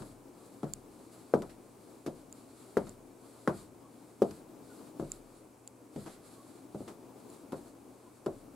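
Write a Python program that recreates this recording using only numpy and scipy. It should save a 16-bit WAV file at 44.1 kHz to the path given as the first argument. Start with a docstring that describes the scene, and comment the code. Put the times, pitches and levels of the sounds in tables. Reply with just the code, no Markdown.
"""Someone climbs the stairs of a wooden tower, camera in hand, over a low drone, a hum and still air.
First the heel knocks a tread and grinds grit; the foot rolls onto its ball as the knock spreads through
the deck, and the frame swings in its deepest mode. On some steps the toe then taps. Clothes swish as the
knee bends, as the other leg lifts and as it swings. Now and then, as the climb goes on, something peeps
far off in the pine wood, or a small metal piece ticks against the camera."""
import sys
import numpy as np
from scipy import signal
from scipy.fft import rfft, irfft, next_fast_len
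from scipy.io import wavfile
from scipy.ndimage import uniform_filter1d, map_coordinates

SR = 44100
rng = np.random.default_rng(int(sys.argv[2]) if len(sys.argv) > 2 else 0)


def wav_out(sig):
    """Save sig, one row per channel (or a flat mono array), as 16-bit PCM at SR to the path in sys.argv[1]."""
    wavfile.write(sys.argv[1], SR, np.round(np.clip(np.atleast_2d(sig).T, -1, 1) * 32767).astype(np.int16))


N = 377055

# Footfalls. Each row: start in seconds, heel level in dB, tread pitch in Hz, upper edge of the shoe's
# excitation in Hz, clack and thump in dB, roll from heel to ball in seconds, then levels in dB of the
# ball, the grit, the frame's sway, and the cloth on landing, on lifting and on swinging.
STEPS = [(-.075, -11, 340, 1480, 0, -10, 0.012, -34, -50, -51, -59, -88, -66.5),
         (.631, -25.5, 284, 1720, -5, -2.5, 0.0094, -27.5, -52.5, -54, -66, -68, -63.5),
         (1.3376, -8, 466, 1340, -9, -15, 0.0053, -29, -46, -54, -65, -72, -68),
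         (2.062, -27.5, 361, 1750, -12, -9.5, .014, -24.5, -44, -59, -67.5, -65.5, -63.5),
         (2.769, -12, 406, 2050, -9.5, -12.5, .004, -22, -42.5, -52, -64, -82, -64),
         (3.4746, -13.5, 417, 1820, 0.5, -8, 0.00359, -15.5, -43.5, -60, -59.5, -90, -70.5),
         (4.219, -9.5, 396, 1270, -13.5, -18, .005, -20, -43, -61, -62, -79, -62.5),
         (4.9963, -24, 336, 1410, -8.5, -7.5, .028, -28, -55, -48, -61.5, -68, -82),
         (5.9605, -28.5, 271, 1250, -19, -5, .012, -39, -56, -60, -58.5, -63, -65),
         (6.746, -29, 305, 1250, -14, -7, 0.058, -30.5, -60, -68, -63.5, -80, -64.5),
         (7.521, -33, 306, 1820, -3, -11, 0.0078, -24.5, -49.5, -62, -64, -75, -70.5),
         (8.261, -27, 370, 1610, -6, -9.5, 0.0047, -19.5, -49.5, -54, -69, -70, -72)]
# Settling toes. Each row: start in seconds, tap level in dB, grit level in dB, scrape t60 in seconds.
TOES = [(.02, -40, -55, 0.074), (1.421, -34, -47, 0.056), (1.495, -55, -56.5, 0.2),
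        (2.868, -41, -54.5, 0.11), (4.309, -50, -51, 0.065), (6.062, -35.5, -56, 0.59),
        (6.878, -37.5, -51, 0.17)]


def footsteps():
    """Impact excitation: the heel strikes the tread, then the softer ball, and sometimes the toe."""
    out = np.zeros((2, N))
    light_step_db = -29
    for start, heel_db, pitch_hz, edge_hz, clack_db, thump_db, roll_s, ball_db, *_ in STEPS:
        dry_db = 0.2 * (heel_db - light_step_db)  # more of a hard blow stays in the tread
        heel = knock(pitch_hz, edge_hz, clack_db, thump_db, deck_db=-12 - dry_db)
        ball = knock(0.9 * pitch_hz, edge_hz, clack_db - 8.5, thump_db - 6, deck_db=-13.5 - dry_db)
        add(out, start, amp(heel_db) * heel)
        add(out, start + roll_s, amp(ball_db) * ball)
    for start, tap_db, *_ in TOES:
        toe = knock(pitch_hz=315, edge_hz=1700, clack_db=-3.5, thump_db=-16.5, deck_db=-7.5)
        add(out, start, amp(tap_db) * toe)
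    return panned(low_cut(out, corner_hz=53), pan_db=2)


def knock(pitch_hz, edge_hz, clack_db, thump_db, deck_db):
    """Structural coupling: one contact of the shoe drives both the tread and the deck around it."""
    t = np.arange(SR // 2) / SR
    drive = lambda hz: contact(hz, edge_hz, clack_db, thump_db)
    return tread(t, pitch_hz, drive) + amp(deck_db) * deck(t, drive)


def contact(hz, edge_hz, clack_db, thump_db):
    """Force spectrum of an impact: a hard heel clacks, a flat foot thumps; it falls away above the edge."""
    tilt = amp(along([(170, thump_db), (290, 0), (600, 0), (1100, clack_db)], hz))
    return tilt / np.sqrt(1 + (hz / edge_hz) ** 10)


def tread(t, pitch_hz, drive, attack_s=0.00051):
    """Modal superposition: the board rings in a few heavily damped modes, neighbours in opposite senses."""
    # Each row: multiple of the tread's pitch, relative level in dB, t60 in seconds.
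    modes = [(.36, -6, 0.096), (.55, -2, 0.05), (1.001, 13.5, 0.034), (1.45, 8, 0.021), (2, 3, 0.034),
             (2.75, 12, 0.009), (3.4, 7.5, 0.028), (4.1, 4.5, 0.022), (4.8, 5, 0.022)]
    ring = sum((-1) ** i * amp(db) * drive(ratio * pitch_hz) * damped_sine(t, ratio * pitch_hz, t60)
               for i, (ratio, db, t60) in enumerate(modes))
    ring *= 1 - np.exp(-t / attack_s)
    return ring / np.abs(ring).max()


def deck(t, drive, build_s=0.005):
    """Structural reverberation: countless board modes merge into noise, while a few beam modes ring out."""
    # The boards' response. Each row: frequency in Hz, relative spectral density in dB.
    board_spectrum = [(50, -14), (90, -2), (150, 1.5), (210, 5), (280, -8.5), (380, 0), (500, -4.5),
                      (640, -2), (800, -5), (1250, -5), (1700, -19.5), (2600, -24), (5000, -34)]
    # Their damping, weakest in the bass. 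Each row: frequency in Hz, t60 in seconds.
    board_decay = [(70, 0.78), (170, 0.37), (400, 0.22), (1200, 0.15), (4000, 0.39)]
    # Each row: frequency in Hz, relative level in dB, t60 in seconds.
    beam_modes = [(148.5, 4, 0.23), (197.3, 2.5, 0.24), (226.6, 6, 0.073), (324.5, -9, 0.22),
                  (398, -10, 0.19), (550, -6, 0.1), (1165, -29, 0.12), (1365, -20, 0.19)]
    wash = unit(filtered(noise(board_spectrum, len(t)), drive))
    band_hz, when, bands = signal.stft(wash, SR, nperseg=512)
    bands *= fade(when, along(board_decay, band_hz)[:, None])
    boards = signal.istft(bands, SR, nperseg=512)[1][:, :len(t)]
    beams = sum(amp(db + rng.normal()) * drive(hz) * damped_sine(t, hz, t60, rng.random())
                for hz, db, t60 in beam_modes)
    return (boards + amp(1) * beams) * rise(t, build_s)


def low_cut(x, corner_hz):
    """High-pass filter: the footsteps are thinned out below corner_hz."""
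    return signal.sosfilt(signal.butter(2, corner_hz, "high", fs=SR, output="sos"), x)


def frame():
    """Free vibration: at each step the whole tower swings into its deepest mode and dies away."""
    out, t = np.zeros((2, N)), np.arange(SR) / SR
    sway = damped_sine(t, hz=32, t60=1.0) * rise(t, rise_s=0.054)
    for start, *_, sway_db, _landing, _lift, _swing in STEPS:
        add(out, start, amp(sway_db) * sway)
    return out


def scuffs():
    """Sliding friction: every heel and every settling toe grinds some grit."""
    out = np.zeros((2, N))
    for start, *_, grit_db, _sway, _landing, _lift, _swing in STEPS:
        add(out, start, amp(grit_db) * crunch(t60=0.091))
    for start, _, grit_db, t60 in TOES:
        add(out, start, amp(grit_db) * crunch(t60))
    return out


def crunch(t60):
    """Granular noise: grit under the sole gives a decaying burst of uneven strength."""
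    # Each row: frequency in Hz, relative spectral density in dB.
    grit_spectrum = [(500, 6), (1400, 10.5), (2800, 3.5), (4500, 4), (9000, 0), (12000, 0), (15500, -23)]
    t = np.arange(SR // 3) / SR
    grain_db = 2.5 * unit(uniform_filter1d(rng.standard_normal(len(t)), 40))
    return unit(amp(grain_db) * noise(grit_spectrum, len(t))) * fade(t, t60)


def ticks():
    """Impulse response: a small metal piece strikes the camera, chatters and rings for milliseconds."""
    # Each row: start in seconds, peak level before panning in dB.
    strikes = [(0.7361, -22.5), (2.326, -33.5), (2.8938, -38.5), (5.1183, -22.5), (5.6758, -33),
               (7.301, -45)]
    # Each row: frequency in Hz, relative level in dB, t60 in seconds.
    metal_modes = [(3400, -29, 0.0035), (4650, -11.5, 0.005), (6050, -38, 0.003), (7310, 3.5, 0.0059),
                   (8820, -12, 0.0073), (9200, -25, 0.01), (10500, -23, 0.011)]
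    # Each row: frequency in Hz, relative spectral density in dB.
    chatter_spectrum = [(2200, -8), (3700, -3), (9000, -5), (11500, 0), (14500, -12)]
    out, t = np.zeros((2, N)), np.arange(SR // 20) / SR
    for start, peak_db in strikes:
        ring = sum(amp(db + rng.normal()) * damped_sine(t, hz, t60, rng.random())
                   for hz, db, t60 in metal_modes)
        chatter = amp(-2) * noise(chatter_spectrum, len(t)) * fade(t, t60=0.0028)
        tick = (ring + chatter) * rise(t, rise_s=0.00047)
        add(out, start, amp(peak_db) * tick / np.abs(tick).max())
    return panned(out, pan_db=-4.5)


def clothes():
    """Friction noise: cloth slides over cloth three times a stride, fluttering with its folds."""
    # Each row: frequency in Hz, relative spectral density in dB.
    cloth_spectrum = [(500, -32), (1200, 8.5), (1800, -5), (3000, -6.5), (4400, 2), (5900, -7.5), (7600, 3),
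                      (11500, 0), (13500, -15), (16000, -26)]
    sliding = np.zeros((1, N))
    for start, *_, landing_db, lift_db, swing_db in STEPS:
        # Each row: lag from footfall to mid-swish in seconds, length in seconds, level in dB.
        swishes = [(0.09, 0.31, landing_db), (0.336, 0.25, lift_db), (0.559, 0.4, swing_db)]
        for lag, length, db in swishes:
            swell = signal.windows.tukey(int(length * SR), alpha=0.77)
            add(sliding, start + lag - length / 2, amp(db) * swell)
    folds = amp(1.9 * wobble(rate=30))
    return sliding * folds * noise(cloth_spectrum, N)


def peeps(half_width_hz=45):
    """Narrow-band noise is heard as pitch: faint, far tones, blurred by the trees."""
    # Each row: middle in seconds, pitch in Hz, level in dB, length at half amplitude in seconds.
    far_peeps = [(.44, 1160, -66.5, 0.065), (3.86, 1115, -65.5, 0.053), (4.722, 1440, -61.5, 0.035),
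                 (6.4, 1127, -62, 0.056), (8.07, 1015, -64, 0.05)]
    out = np.zeros((2, N))
    for middle, pitch_hz, db, length in far_peeps:
        size = int(2 * length * SR)
        band = lambda hz: np.exp(-((hz - pitch_hz) / half_width_hz) ** 2)
        tone = unit(filtered(rng.standard_normal(size), band))
        add(out, middle - length, amp(db) * tone * np.hanning(size))
    return out


def drone(gain_db=3, waver_db=1.17):
    """Amplitude modulation: a low band of noise slowly swells and sinks, wavering a little."""
    # Each row: frequency in Hz, relative spectral density in dB.
    drone_spectrum = [(60, -27), (130, -11.5), (210, -6), (255, 0), (305, 0.5), (400, -6), (600, -11.5),
                      (1000, -16.5), (2000, -35.5)]
    # Each row: time in seconds, relative level in dB.
    swells = [(0.0, -58.5), (4.17, -59.5), (4.36, -55.5), (4.88, -55.5), (5.57, -63), (7.26, -55.5),
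              (8.14, -61.5), (8.55, -56)]
    swell_db = np.interp(np.arange(N) / SR, *np.transpose(swells))
    level_db = swell_db + gain_db + waver_db * wobble(rate=28)
    return panned(amp(level_db) * noise(drone_spectrum, N), pan_db=4)


def background(air_db=-63, hum_db=-66.5):
    """Ambient noise floor: still air in the wood and a faint low hum of wandering pitch."""
    # Each row: frequency in Hz, relative spectral density in dB.
    air_spectrum = [(25, -32), (60, -6.5), (120, -6.5), (170, -32), (400, -2), (700, -8), (1150, -12.5),
                    (1900, -23), (2300, -19), (3200, -28.5), (6000, -25), (8200, -19.5), (12000, -24.5),
                    (15800, -43)]
    hum_hz = 119.5 + 2 * wobble(rate=10)
    hum = np.sin(2 * np.pi * np.cumsum(hum_hz) / SR)
    return amp(air_db) * noise(air_spectrum, N) + amp(hum_db) * hum


def noise(spectrum, size):
    """Partial coherence: coloured stereo noise of rms 1, near mono in the bass, wide in the top treble."""
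    # Each row: frequency in Hz, correlation between left and right.
    coherence = [(100, 0.85), (400, 0.86), (1200, 0.47), (3000, 0.78), (7000, 0.49), (12000, 0.051)]

    def mid_side_gains(hz):
        angle = np.arccos(np.clip(along(coherence, hz), -1, 1)) / 2
        return amp(along(spectrum, hz)) * [np.cos(angle), np.sin(angle)]

    mid, side = filtered(rng.standard_normal((2, size)), mid_side_gains)
    return unit(np.array([mid + side, mid - side]))


def damped_sine(t, hz, t60, phase=0):
    """Damped harmonic motion of one mode, its phase given in cycles."""
    return fade(t, t60) * np.sin(2 * np.pi * (hz * t + phase))


def fade(t, t60):
    """Exponential decay by 60 dB in t60 seconds."""
    return np.exp(-np.log(1000) * t / np.maximum(t60, 1e-4))


def rise(t, rise_s):
    """Smooth onset from 0 towards 1."""
    return 1 - np.exp(-(t / rise_s) ** 2)


def wobble(rate):
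    """A smooth random curve with rate knots a second."""
    knots = rng.standard_normal(int(N * rate / SR) + 4)
    return map_coordinates(knots, [np.arange(N) * rate / SR])


def filtered(x, response):
    """Linear filtering: the spectrum of x times a frequency response."""
    size = x.shape[-1]
    padded = next_fast_len(size + 4096)
    hz = np.fft.rfftfreq(padded, 1 / SR)
    return irfft(rfft(x, padded) * response(hz), padded)[..., :size]


def along(points, hz):
    """Interpolation of (Hz, value) points on a logarithmic frequency axis."""
    point_hz, values = np.transpose(points)
    return np.interp(np.log(hz + 1), np.log(point_hz + 1), values)


def amp(db):
    """Decibels to amplitude ratio."""
    return 10 ** (np.asarray(db) / 20)


def unit(x):
    """Normalisation to rms 1."""
    return x / np.sqrt(np.mean(x ** 2) + 1e-20)


def panned(x, pan_db):
    """Direction by level: left is louder than right by pan_db."""
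    return x * amp([[pan_db / 2], [-pan_db / 2]])


def add(track, start_s, sound):
    """Mix a sound into the track at start_s, dropping what falls outside."""
    start = round(start_s * SR)
    part = sound[..., max(-start, 0):max(N - start, 0)]
    first = max(start, 0)
    track[:, first:first + part.shape[-1]] += part


def scene():
    """Superposition: the pressures of all sources on and around the stairs add."""
    return footsteps() + frame() + scuffs() + ticks() + peeps() + clothes() + drone() + background()


def record(dry, top_hz=15800):
    """Band limiting: the camera keeps nothing above top_hz."""
    return filtered(dry, lambda hz: hz < top_hz)


dry = scene()
out = record(dry)
wav_out(out)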